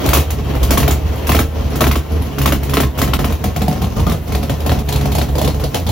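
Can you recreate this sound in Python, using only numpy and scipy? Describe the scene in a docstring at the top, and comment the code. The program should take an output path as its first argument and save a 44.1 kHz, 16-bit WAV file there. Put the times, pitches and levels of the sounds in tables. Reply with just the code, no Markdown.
"""Drag-racing V8 in a test cell

Close beside the car, in a hard-walled room: the engine lopes at idle on a dynamometer. Its open headers
boom, and volleys of unburnt fuel bang in the pipes over the clatter of the valve train. After three
seconds the two-port stereo microphone is carried behind the cooling blower, where the bangs sound
duller and hollower, with a ringing knock."""
import sys
import numpy as np
from scipy import signal
from scipy.fft import rfft, irfft, next_fast_len
from scipy.io import wavfile
from scipy.ndimage import uniform_filter1d

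SR = 44100
rng = np.random.default_rng(int(sys.argv[2]) if len(sys.argv) > 2 else 0)


def persist_wave(psi):
    """Save psi, clipped to +-1, as 16-bit WAV."""
    counts = np.round(np.clip(psi, -1, 1) * 32767).astype(np.int16)
    wavfile.write(sys.argv[1], SR, np.atleast_2d(counts).T)


N = 260631
T = np.arange(N) / SR

# fuel banging in the headers: start_s, strength_db, jet_db (over the strength), ring_hz, extra_crack_db
BACKFIRES = [(0.059, -30.5, 7, 564, 1), (0.088, -27, 5.5, 674, 6), (0.132, -24, 9.5, 1280, 7.5),
             (0.148, -19, -1, 1146, 5), (0.17, -16, -5.5, 404, 6.5), (0.198, -37, 8.5, 670, -1),
             (0.304, -31.5, 4.5, 452, 6), (0.551, -23, -13, 601.5, 5), (0.629, -23, 0, 440, -11),
             (0.706, -14, -2.5, 434, -14), (0.734, -20, -6, 696, -14), (0.774, -13.5, -5, 1120, 3),
             (0.801, -21.5, -2.5, 684, 3), (0.83, -28, -2.5, 414.6, 16.5), (0.878, -15.5, -6, 702, 1),
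             (0.907, -22.5, 0, 1287, 1.5), (1.268, -26.5, 3, 461.3, -3), (1.292, -12.5, -9, 1042, 4.5),
             (1.318, -21.5, -0.5, 1050, 12), (1.348, -14.5, -8, 703, 5), (1.366, -18, -9, 446, 5),
             (1.39, -14.5, -6.5, 436, 5.5), (1.756, -22.5, -6, 448.7, -10), (1.807, -13, -5.5, 1135, 1),
             (1.818, -13, -22, 638, 14.5), (1.841, -20, -8, 1170, 15), (1.868, -12, -12.5, 436, 3),
             (1.913, -22, -3.5, 1130, 10.5), (1.956, -17, -10, 1142, 4.5), (2.384, -27.5, 0.5, 1092, 7),
             (2.415, -25.5, 0, 551.8, 6), (2.458, -13.5, -4.5, 1146, 4.5), (2.478, -19.5, -8.5, 669.5, 10),
             (2.522, -13, -9.5, 672, 5.5), (2.631, -28, -1.5, 732.5, 1), (2.694, -25.5, -4.5, 667, 4),
             (2.736, -17, -5, 1071, 5), (2.77, -12, -12.5, 440.6, 12), (2.802, -12, -9, 462, 0),
             (2.834, -18, -17.5, 1079, 12.5), (2.976, -32, 1.5, 649, 4), (2.987, -25.0, 0, 650, 6),
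             (3.016, -15.5, -4, 685, 5.5), (3.076, -21.5, -13, 683.5, 8.5), (3.135, -19.5, -4, 663, 12.5),
             (3.191, -15.5, -13, 750, 8), (3.244, -18.5, -8, 700.7, 10.5), (3.304, -24.5, -13, 440, 2),
             (3.323, -25.5, -7, 721.2, 8), (3.44, -17.5, -8.5, 735.4, 2), (3.562, -20, -8.5, 715.7, 4),
             (3.617, -17.5, -10.5, 757, 7), (3.68, -15, -12.5, 734, -26), (3.725, -27, -6.5, 736, 1),
             (3.76, -26, -17, 761.7, 0), (3.818, -20, -10.5, 770, -4), (3.843, -32, -4, 880, 14),
             (3.966, -24.5, -10.0, 1200, -9), (3.997, -23, -9.5, 920, 4), (4.066, -17, -13.5, 1219, -9),
             (4.094, -22.5, -6, 1160, -3), (4.118, -17.5, -12.5, 467, 7.5), (4.277, -34, -4, 511.8, 2),
             (4.321, -22.5, -8.5, 427, 4), (4.349, -17, -12, 747, 9.5), (4.429, -21.5, -11, 539.3, 4),
             (4.496, -16.5, -11.5, 565.4, 4), (4.602, -28, -7, 541.7, -6), (4.662, -17, -10, 702, -3),
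             (4.694, -18.5, -11.5, 575.4, 11), (4.717, -13.5, -14, 729, 7), (4.788, -23, -10, 499, -4),
             (4.886, -27, 2, 816.4, -1), (4.924, -24, 0, 813, -6), (4.958, -21, -5.5, 495.7, 2),
             (5.011, -20.5, -13, 773.6, 8.5), (5.055, -15.5, -15, 441.9, -17),
             (5.118, -20.5, -7.5, 497, -14), (5.149, -18.5, -5, 676, -5), (5.182, -12.5, -10, 592, -2),
             (5.215, -16.5, -10.5, 721, 5), (5.288, -20, -17, 500, 3), (5.353, -16.5, -15, 502.4, 1),
             (5.381, -15, -9.5, 507, -24), (5.414, -13, -11.5, 633.3, -21), (5.446, -15, -12, 565, 2.5),
             (5.476, -13.5, -12, 499, 6), (5.544, -20, -17, 469.6, 4), (5.598, -27, -6.5, 501.3, 8),
             (5.638, -15, -12.5, 486, 0.5), (5.744, -12, -8.5, 519.3, -3), (5.767, -19.5, -15, 730, 6),
             (5.865, -24, -4, 465.3, -5), (5.889, -17, -9, 841, 0)]
# colour of a bang from beside the car, and from behind the blower: frequency_hz, gain_db
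COLOUR_BESIDE = [(90, 7.5), (130, 15.5), (180, -9.5), (270, 2.5), (350, -13), (550, -7), (1100, -11.5),
                 (1550, -22), (2600, -21), (4000, -27.5), (6000, -24), (9000, -23), (12000, -24.5),
                 (15500, -23.5)]
COLOUR_BEHIND = [(90, -5.5), (135, 6.5), (210, -12.5), (330, -11), (500, -6.5), (740, 5), (1000, -4),
                 (1300, -28), (1550, -32), (4200, -22), (6000, -30.5), (9000, -29), (12000, -29),
                 (15500, -43)]


def backfires(pipe_count=3, duct_at_s=3.756, duct_span_s=0.58):
    """Bangs reach the microphone beside the car or behind the blower; shocks carry straighter than jets."""
    jets, shocks = np.zeros((2, 2, pipe_count, N))
    punches = np.zeros(N)
    near_colour, far_colour = impulse_response(COLOUR_BESIDE), impulse_response(COLOUR_BEHIND)
    for k, (start_s, *blow) in enumerate(BACKFIRES):
        behind = behind_blower(start_s)
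        at_duct = np.exp(-((start_s - duct_at_s) / duct_span_s) ** 2)  # passing the big air duct
        colour = (1 - behind) * near_colour + behind * far_colour
        jet, shock, punch = bang(*blow, behind, at_duct, colour)
        add(punches, start_s, punch)
        for place, share in enumerate([1 - behind, behind]):
            pipe = (k + place) % pipe_count
            add(jets[place, pipe], start_s, np.sqrt(share) * jet)
            add(shocks[place, pipe], start_s, np.sqrt(share) * shock)
    beside = paths(jets[0], direct_db=-5.5, build_s=0.00039)
    beside += paths(shocks[0], direct_db=1, build_s=0.0028)
    far = paths(jets[1], direct_db=-1.5, build_s=0.001)
    far += paths(shocks[1], direct_db=2.5, build_s=0.002)
    low = gain_of(-3) * in_cell(punches, direct_db=-40, build_s=0.003)
    low[0] += punches  # the low punches carry straightest
    return gain_of(-2.5) * beside + gain_of(-4.5) * far + gain_of(0.5) * low


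def bang(strength_db, jet_db, ring_hz, crack_db, behind, at_duct, colour, usual_db=-14, size=3000):
    """A shock front snaps, barks and rings in the pipe; burning gas and a low punch swell behind it."""
    t = T[:size]
    hard_db = strength_db - usual_db  # hard bangs have a steeper front and a quicker jet
    jet = signal.fftconvolve(gas_jet(t, hard_db), colour)[:size]
    front = shock_front(t)
    piped = (1 - behind) * resonate(front, HEADER_MODES) + behind * resonate(front, DUCT_MODES)
    blast = signal.fftconvolve(piped, colour)[:size]
    snap_db = strength_db - 8.5 + crack_db + 0.7 * jet_db + 0.11 * hard_db
    snap = gain_of(snap_db) * unit_rms(band(blast, 1224, 4250, order=3))
    hiss = gain_of(strength_db + jet_db + 1) * unit_rms(band(jet, 1700, SR / 2))
    bark = gain_of(strength_db - 8.5) * unit_rms(band(blast, 400, 3000, order=3))
    thump = gain_of(0.77 * strength_db - 11) * unit_rms(band(blast, 119, 430))
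    ring = gain_of(strength_db - 11 + 0.18 * hard_db) * pipe_note(t, ring_hz, behind, at_duct)
    pew, punch = gas_swing(t, strength_db, hard_db, crack_db, behind, at_duct)
    return hiss + thump, snap + bark + ring + pew, punch


def gas_jet(t, hard_db, jet_s=0.0062, sizzle_s=0.019):
    """Burning gas swells and dies away; the last of the fuel sizzles on."""
    rise_s = 0.0012 / gain_of(0.3 * hard_db)
    swell = 1 - np.exp(-(t / rise_s) ** 2)
    fade = np.exp(-t / jet_s) + gain_of(-11) * np.exp(-t / sizzle_s)
    return tearing(len(t)) * swell * fade


def shock_front(t, spike_s=0.00025, gust_s=0.0045):
    """A pressure spike with a shallow undershoot, and a ragged gust."""
    spike = (1 - t / spike_s / 8) * np.exp(-t / spike_s)
    return 0.64 * spike + 0.33 * tearing(len(t)) * np.exp(-t / gust_s)


def tearing(size, spread_db=3.5):
    """Burning gas tears: noise in ragged lumps of about a millisecond."""
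    lumps = unit_rms(uniform_filter1d(rng.standard_normal(size), size=40))
    return unit_rms(rng.standard_normal(size) * gain_of(spread_db * np.clip(lumps, -2, 2)))


def pipe_note(t, pitch_hz, behind, at_duct):
    """A hollow note, slower to build behind the blower, longer and louder by the air duct."""
    phase = 2 * np.pi * pitch_hz * t
    clank = np.sin(phase) + gain_of(-11) * np.sin(1.14 * phase)
    rise_s, fade_s = 0.0067 * behind + 1e-9, 0.0065 + 0.0039 * at_duct
    envelope = (1 - np.exp(-t / rise_s)) * np.exp(-t / fade_s)
    return gain_of(3 * at_duct - 1.5 * behind) * unit_rms(clank * envelope)


def gas_swing(t, strength_db, hard_db, crack_db, behind, at_duct, pew_s=0.014, punch_s=0.012):
    """Saw-edged swings stretch as the gas expands: a falling "pew" that ends in a low punch."""
    stretch, tuning = rng.uniform(0.794, 1.2165, 2)
    pitch_hz = 195.8 * tuning + 1397 * np.exp(-t / (0.004227 * stretch))
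    phase = 2 * np.pi * np.cumsum(pitch_hz) / SR
    edge = np.clip(0.78 * gain_of(crack_db / 2), 0, 1) * np.exp(-t / pew_s)
    saw = sum(edge ** (k - 1) * np.sin(k * phase) / k for k in range(1, 5))
    pew = gain_of(strength_db - 10.5) * unit_rms(saw * np.exp(-(t / pew_s) ** 2))
    swell = (t / punch_s) ** 2 * np.exp(-(t / punch_s) ** 2)
    punch = gain_of(strength_db - 8.5 + 0.2 * hard_db) * unit_rms(np.sin(phase) * swell)
    # close to the air duct a lower thud joins in
    thud = np.sin(2 * np.pi * 172.8 * tuning * t) * t * np.exp(-t / 0.0073)
    thud = gain_of(strength_db - 4.5) * unit_rms(thud)
    return (1 - behind) * pew, (1 - behind) * punch + at_duct * thud


# ringing of the header pipes, and of the ducts behind the blower: pitch_hz, width_hz, gain_db
HEADER_MODES = [(439.3, 26.6, 8), (686, 12, 16.5), (1073, 49, 11.5), (1304, 84, 1)]
DUCT_MODES = [(505.95, 41, -5), (585, 62, 8), (724, 43, 3), (1025, 36, 5.5)]


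def resonate(x, modes):
    """Pipes and ducts add their narrow resonances to whatever blows through them."""
    return x + sum(gain_of(db) * signal.lfilter(*signal.iirpeak(hz, hz / width_hz, SR), x)
                   for hz, width_hz, db in modes)


# the loping idle: time_s, bank_hz (firing rate of one cylinder bank), level_db
IDLE_LOPE = [(0.0, 82.7, -26), (0.06, 68.8, -43), (0.09, 63.9, -14), (0.21, 75.8, -14), (0.25, 73.4, -25),
             (0.31, 76.7, -16.5), (0.36, 70.5, -23.5), (0.54, 71.87, -21), (0.57, 62.65, -15),
             (0.78, 69.7, -15.5), (0.9, 72.05, -20.5), (0.93, 68.7, -12), (0.99, 73.96, -21),
             (1.11, 75.2, -15), (1.17, 73.8, -28.5), (1.35, 73.44, -12), (1.53, 77.3, -24),
             (1.66, 73.25, -18), (1.78, 70.2, -25), (1.83, 69.43, -15.5), (1.98, 71.7, -15),
             (2.05, 74.92, -32), (2.16, 77.05, -13), (2.32, 69.93, -32), (2.42, 68.88, -16.5),
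             (2.69, 69.88, -22), (2.87, 69, -17), (2.96, 68.4, -29), (2.99, 72.83, -22.5),
             (3.11, 65.85, -16.5), (3.28, 76.87, -26), (3.34, 79.6, -16), (3.38, 71.98, -32),
             (3.49, 80.1, -18.5), (3.55, 79.16, -26), (3.65, 73.68, -18.5), (3.74, 79.45, -33),
             (3.89, 75.55, -18), (3.95, 69, -50), (4.01, 79.96, -16), (4.27, 81.03, -28),
             (4.34, 69.66, -17), (4.52, 73.16, -28.5), (4.7, 77.6, -15.5), (4.79, 70.8, -21),
             (5.07, 70.42, -19), (5.13, 66.94, -21), (5.16, 77.03, -15), (5.24, 68.12, -20),
             (5.43, 72.9, -18), (5.66, 72.54, -20), (5.73, 71.78, -44), (5.79, 84.53, -20),
             (5.9, 80.6, -19)]
# overtones of the boom: multiple of bank_hz, level_db
BOOM_OVERTONES = [(2, -15.5), (3, -24), (4, -32), (6, -20.5)]


def boom():
    """The banks' pulsing fills the cell with a low throb, shuddering in strength and timing."""
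    bank_hz, level_db = curves(IDLE_LOPE)
    turns = np.cumsum(bank_hz) / SR
    strength, timing = 0.33 * unit_rms(band(rng.standard_normal((2, N)), 5.7, 26, order=3))
    overtones = sum(gain_of(db) * np.exp(2j * np.pi * (k * turns + rng.random()))
                    for k, db in BOOM_OVERTONES)
    throb = (1 + strength + 1j * timing) * (np.exp(2j * np.pi * turns) + overtones)
    return gain_of(level_db + 3.5) * np.array([throb.real, 0.55 * throb.imag])


def surge(lag_s=0.015, width_s=0.032, full_db=-5, stumble_after_s=0.12, stumble_depth=3.66):
    """Effort of the engine: towards 1 in a volley of bangs, below 0 in the stumble after it."""
    t = T[::200]
    heat = sum(gain_of((db - full_db) / 2) * np.exp(-((t - start_s - lag_s) / width_s) ** 2)
               for start_s, db, *_ in BACKFIRES)
    push = np.interp(T, t, np.tanh(heat))
    spent = np.interp(T - stumble_after_s, T, push)
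    return push - stumble_depth * spent * (1 - push) ** 2


# the eight cylinders in firing order: strength_db
CYLINDER_KICKS = [3, 1, -1, -4, -2, 0, 2, 1]


def firings(bank_hz, uneven_db):
    """One kick a cylinder, two banks in turn; no two burns are alike."""
    count = np.floor(2 * np.cumsum(bank_hz) / SR).astype(int)
    cylinder_db = np.take(CYLINDER_KICKS, count, mode="wrap")
    burn_db = uneven_db * np.clip(rng.standard_normal(N), -2, 2)
    return np.diff(count, prepend=-1) * gain_of(cylinder_db + burn_db)


# the regular firings at the microphone, between volleys: time_s, level_db
EXHAUST_LEVEL = [(0, -14), (.15, -27), (.3, -22), (.55, -24.5), (.75, -15), (1.0, -20.5), (1.2, -25.5),
                 (1.7, -20), (1.95, -26.5), (2.05, -22), (2.15, -22), (2.33, -24), (2.42, -17.5),
                 (2.6, -18.5), (2.77, -23.5), (2.92, -25), (3.02, -17.5), (3.3, -19.5), (3.5, -22.5),
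                 (3.85, -19), (4.08, -19), (4.25, -21), (4.7, -19), (5.0, -19), (5.2, -20.5), (5.45, -22.5),
                 (5.68, -20.5), (5.91, -21.5)]
# their colour: frequency_hz, gain_db
EXHAUST_COLOUR = [(20, -18.5), (40, 7), (52, 12.5), (78, 1.5), (108, 6.5), (135, 9), (165, -0.5),
                  (215, 6.5), (255, -3), (300, -6.5), (360, -13), (700, -20), (1500, -28.5), (4000, -32.5),
                  (6000, -29), (14000, -69)]


def exhaust(bank_hz, effort):
    """Uneven pulses and rushing gas leave the open headers, with a sputter under them."""
    kicks = firings(bank_hz, uneven_db=6)
    gas = resonate(unit_rms(kicks) + 0.75 * puffs(kicks, fade_s=0.0028), HEADER_MODES)
    heard = in_cell(convolve(gas, impulse_response(EXHAUST_COLOUR)), direct_db=-5.5, build_s=0.0034)
    level_db = curves(EXHAUST_LEVEL)[0] + 4 * effort
    return gain_of(level_db) * (unit_rms(heard) + gain_of(-15) * sputter(bank_hz))


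def sputter(bank_hz):
    """Small ragged burns knock in the headers, louder as the microphone goes behind the blower."""
    kicks = firings(bank_hz / 2, uneven_db=5)
    knocks = unit_rms(kicks) + 0.7 * puffs(kicks, fade_s=0.0013)
    gas = band(resonate(knocks, DUCT_MODES), 473, 870, order=3)
    return behind_blower(T) * unit_rms(in_cell(gas, direct_db=-1.5, build_s=0.0016))


# valve train and intake at the microphone: time_s, level_db
VALVE_LEVEL = [(0, -17.5), (.14, -21), (.27, -25), (.38, -29.5), (.52, -23), (.8, -25.5), (1.0, -25.5),
               (1.6, -26.5), (2.05, -29), (2.17, -27.5), (2.9, -28.5), (3.1, -25), (3.45, -31),
               (4.25, -29.5), (5.0, -27.5), (5.91, -33)]
# their colour: frequency_hz, gain_db
VALVE_COLOUR = [(100, -9.5), (250, 21), (600, 15.5), (1000, 8), (1500, 1), (3100, 1.5), (5000, -8.5),
                (8000, -12), (15500, -12)]


def valve_clatter(bank_hz, effort):
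    """Valves and intake tick and hiss in step with the firings."""
    ticks = puffs(firings(bank_hz, uneven_db=1.5), fade_s=0.004)
    heard = in_cell(convolve(ticks, impulse_response(VALVE_COLOUR)), direct_db=-10, build_s=0.00054)
    return gain_of(curves(VALVE_LEVEL)[0] + 1.5 * effort) * unit_rms(heard)


def puffs(kicks, fade_s):
    """Noise that flares at every kick."""
    flare = signal.lfilter([1], [1, -np.exp(-1 / (fade_s * SR))], kicks)
    return unit_rms(flare * rng.standard_normal(N))


# chirps from the engine bay: start_s, level_db
BAY_CHIRPS = [(1.158, -33), (1.702, -35), (2.118, -35), (2.22, -31), (2.26, -38), (2.349, -45)]


def chirps(fade_s=0.008, size=3000):
    """Short, thin, high chirps wrapped in hiss."""
    track = np.zeros(N)
    for start_s, db in BAY_CHIRPS:
        noise = rng.standard_normal(size)
        chirp = unit_rms(band(noise, 10300, 12100)) + unit_rms(band(noise, 4674, 19000))
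        add(track, start_s, gain_of(db) * chirp * np.exp(-T[:size] / fade_s))
    return in_cell(track, direct_db=-1, build_s=0.0021)


def click(start_s=5.8, level_db=-17, fade_s=0.00064, size=200):
    """One dry click close to the microphone."""
    track = np.zeros((2, N))
    add(track[0], start_s, gain_of(level_db) * rng.standard_normal(size) * np.exp(-T[:size] / fade_s))
    return track


# rush of the cooling blower: frequency_hz, gain_db
BLOWER_COLOUR = [(100, -3), (400, 3), (1500, -15), (4000, -26), (7000, 2), (15500, 5)]


def blower():
    """Air rushes steadily through the blower, louder as the microphone comes round to it."""
    rush = convolve(rng.standard_normal((2, N)), impulse_response(BLOWER_COLOUR))
    return behind_blower(T) * gain_of(-38) * unit_rms(rush)


# the walk with the microphone: time_s, share_behind (0-1)
MICROPHONE_WALK = [(0, 0.29), (3.1, 0.28), (3.55, 0.46), (5.91, 0.76)]


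def behind_blower(time_s):
    """Where the microphone is: 0 beside the car, 1 right behind the blower."""
    return np.interp(time_s, *np.transpose(MICROPHONE_WALK))


# reverberation of the test cell: frequency_hz, t60_s
CELL_DECAY = [(100, 0.43), (500, 0.16), (2000, 0.2), (6000, 0.2), (15000, 0.16)]


def in_cell(track, direct_db, build_s, size=16384):
    """Direct sound and dying wall echoes: one row common to both ports, one that differs between them."""
    echoes = rng.standard_normal((2, size)) * (rng.random((2, size)) < 5000 / SR)
    hz, t, bands = signal.stft(echoes, SR, nperseg=256)
    decay = gain_of(-60 * t / at_frequency(CELL_DECAY, hz)[:, None])
    response = signal.istft(bands * decay, SR, nperseg=256)[1][:, :size]
    response *= 1 - np.exp(-T[:size] / build_s)
    response /= np.linalg.norm(response, axis=1, keepdims=True)
    response[0, 0] += gain_of(direct_db)
    # first reflections from floor and car body strike the ports unequally
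    first = rng.standard_normal(120)
    response[1, :len(first)] += gain_of(direct_db + 9.5) * first / np.linalg.norm(first)
    # even out the echoes' broad colour, so the reverberation sounds neutral with only a fine ripple
    spectrum = np.fft.fft(response)
    power = uniform_filter1d(abs(spectrum) ** 2, size=41, mode="wrap")
    return convolve(track, np.fft.ifft(spectrum * minimum_phase(power ** -0.5)).real)


def paths(tracks, direct_db, build_s):
    """Each track takes its own way through the cell."""
    return sum(in_cell(track, direct_db, build_s) for track in tracks)


def gain_of(db):
    """Decibels to a factor."""
    return 10 ** (np.asarray(db) / 20)


def unit_rms(x):
    """Scales to rms 1."""
    return x / np.sqrt(np.mean(x ** 2) + 1e-20)


def at_frequency(points, hz):
    """Reads a spectrum table on a log-frequency axis."""
    table_hz, value = np.transpose(points)
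    return np.interp(np.log(hz + 1), np.log(table_hz + 1), value)


def curves(rows):
    """Each column of a time table, sample by sample."""
    time_s, *columns = np.transpose(rows)
    return [np.interp(T, time_s, column) for column in columns]


def add(mix, start_s, sound):
    """Mixes a sound in at its start time."""
    part = mix[max(round(start_s * SR), 0):][:len(sound)]
    part += sound[:len(part)]


def band(x, lo_hz, hi_hz, order=2):
    """Causal band-pass."""
    sections = signal.butter(order, [lo_hz, min(hi_hz, SR / 2 - 1)], "band", fs=SR, output="sos")
    return signal.sosfilt(sections, x)


def minimum_phase(gain):
    """The spectrum of the quickest causal filter with this two-sided gain."""
    return np.exp(np.conj(signal.hilbert(np.log(gain))))


def impulse_response(colour, size=8192):
    """The causal response that has a given colour."""
    gain = gain_of(at_frequency(colour, abs(np.fft.fftfreq(size, 1 / SR))))
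    return np.fft.ifft(minimum_phase(gain)).real[:size // 2]


def convolve(x, response):
    """Filters one or two channels, cut to the scene's length."""
    return signal.fftconvolve(np.atleast_2d(x), np.atleast_2d(response), axes=1)[:, :N]


# how alike the microphone's two ports sound: frequency_hz, likeness (0-1)
PORT_LIKENESS = [(60, .95), (130, .86), (250, .76), (500, .25), (1000, .48), (2000, .5), (4500, .4),
                 (7000, .3), (7800, .9), (9000, .94), (11000, .62), (13000, .98)]
# phase between the ports: frequency_hz, left_lead_rad
PORT_LEAD = [(2000, 0), (5000, .9), (5900, -1.3), (6700, -.9), (7700, -2.9), (9400, -3.3), (11000, -4.6),
             (12800, -6.2), (16000, -6.3)]
# balance of the ports: frequency_hz, left_over_right_db
PORT_TILT = [(60, -.7), (130, -1.2), (500, .4), (1200, -.3), (3000, 3), (5000, 1.6), (8000, 0)]


def microphone(field):
    """The two ports take the common sound alike and the differing sound with opposite signs."""
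    common, apart = rfft(field, next_fast_len(N + 4096))
    hz = np.linspace(0, SR / 2, len(common))
    likeness = np.clip(at_frequency(PORT_LIKENESS, hz), 0, 1)
    side = np.array([[1], [-1]])
    ports = np.sqrt((1 + likeness) / 2) * common + side * np.sqrt((1 - likeness) / 2) * apart
    ports *= gain_of(side * at_frequency(PORT_TILT, hz) / 2)
    ports[1] *= np.exp(-1j * at_frequency(PORT_LEAD, hz))
    return irfft(ports)[:, :N]


def scene():
    """Engine, bangs and blower as they reach the microphone."""
    bank_hz = uniform_filter1d(curves(IDLE_LOPE)[0], size=8000)  # the flywheel smooths the speed
    effort = surge()
    engine = boom() + exhaust(bank_hz, effort) + valve_clatter(bank_hz, effort)
    return microphone(engine + backfires() + chirps() + click() + blower())


# the level drops abruptly and swells back: start_s, depth_db, length_s
LEVEL_DIPS = [(3.172, -7.5, 0.024), (4.824, -6, 0.019)]


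def record(dry, low_cut_hz=22, top_hz=15900):
    """The level dips twice; the microphone drops the deepest bass, peaks are rounded, the top is cut."""
    dip_db = sum(db * (T >= start_s) * np.exp(-((T - start_s) / length_s) ** 2)
                 for start_s, db, length_s in LEVEL_DIPS)
    low_cut = signal.butter(2, low_cut_hz, "high", fs=SR, output="sos")
    heard = signal.sosfilt(low_cut, dry * gain_of(dip_db))
    rounded = heard / (1 + heard ** 4) ** (1 / 4)
    top_cut = signal.firwin(401, top_hz, window=("kaiser", 8), fs=SR)
    return signal.oaconvolve(rounded, top_cut[None], "same")


dry = scene()
out = record(dry)
persist_wave(out)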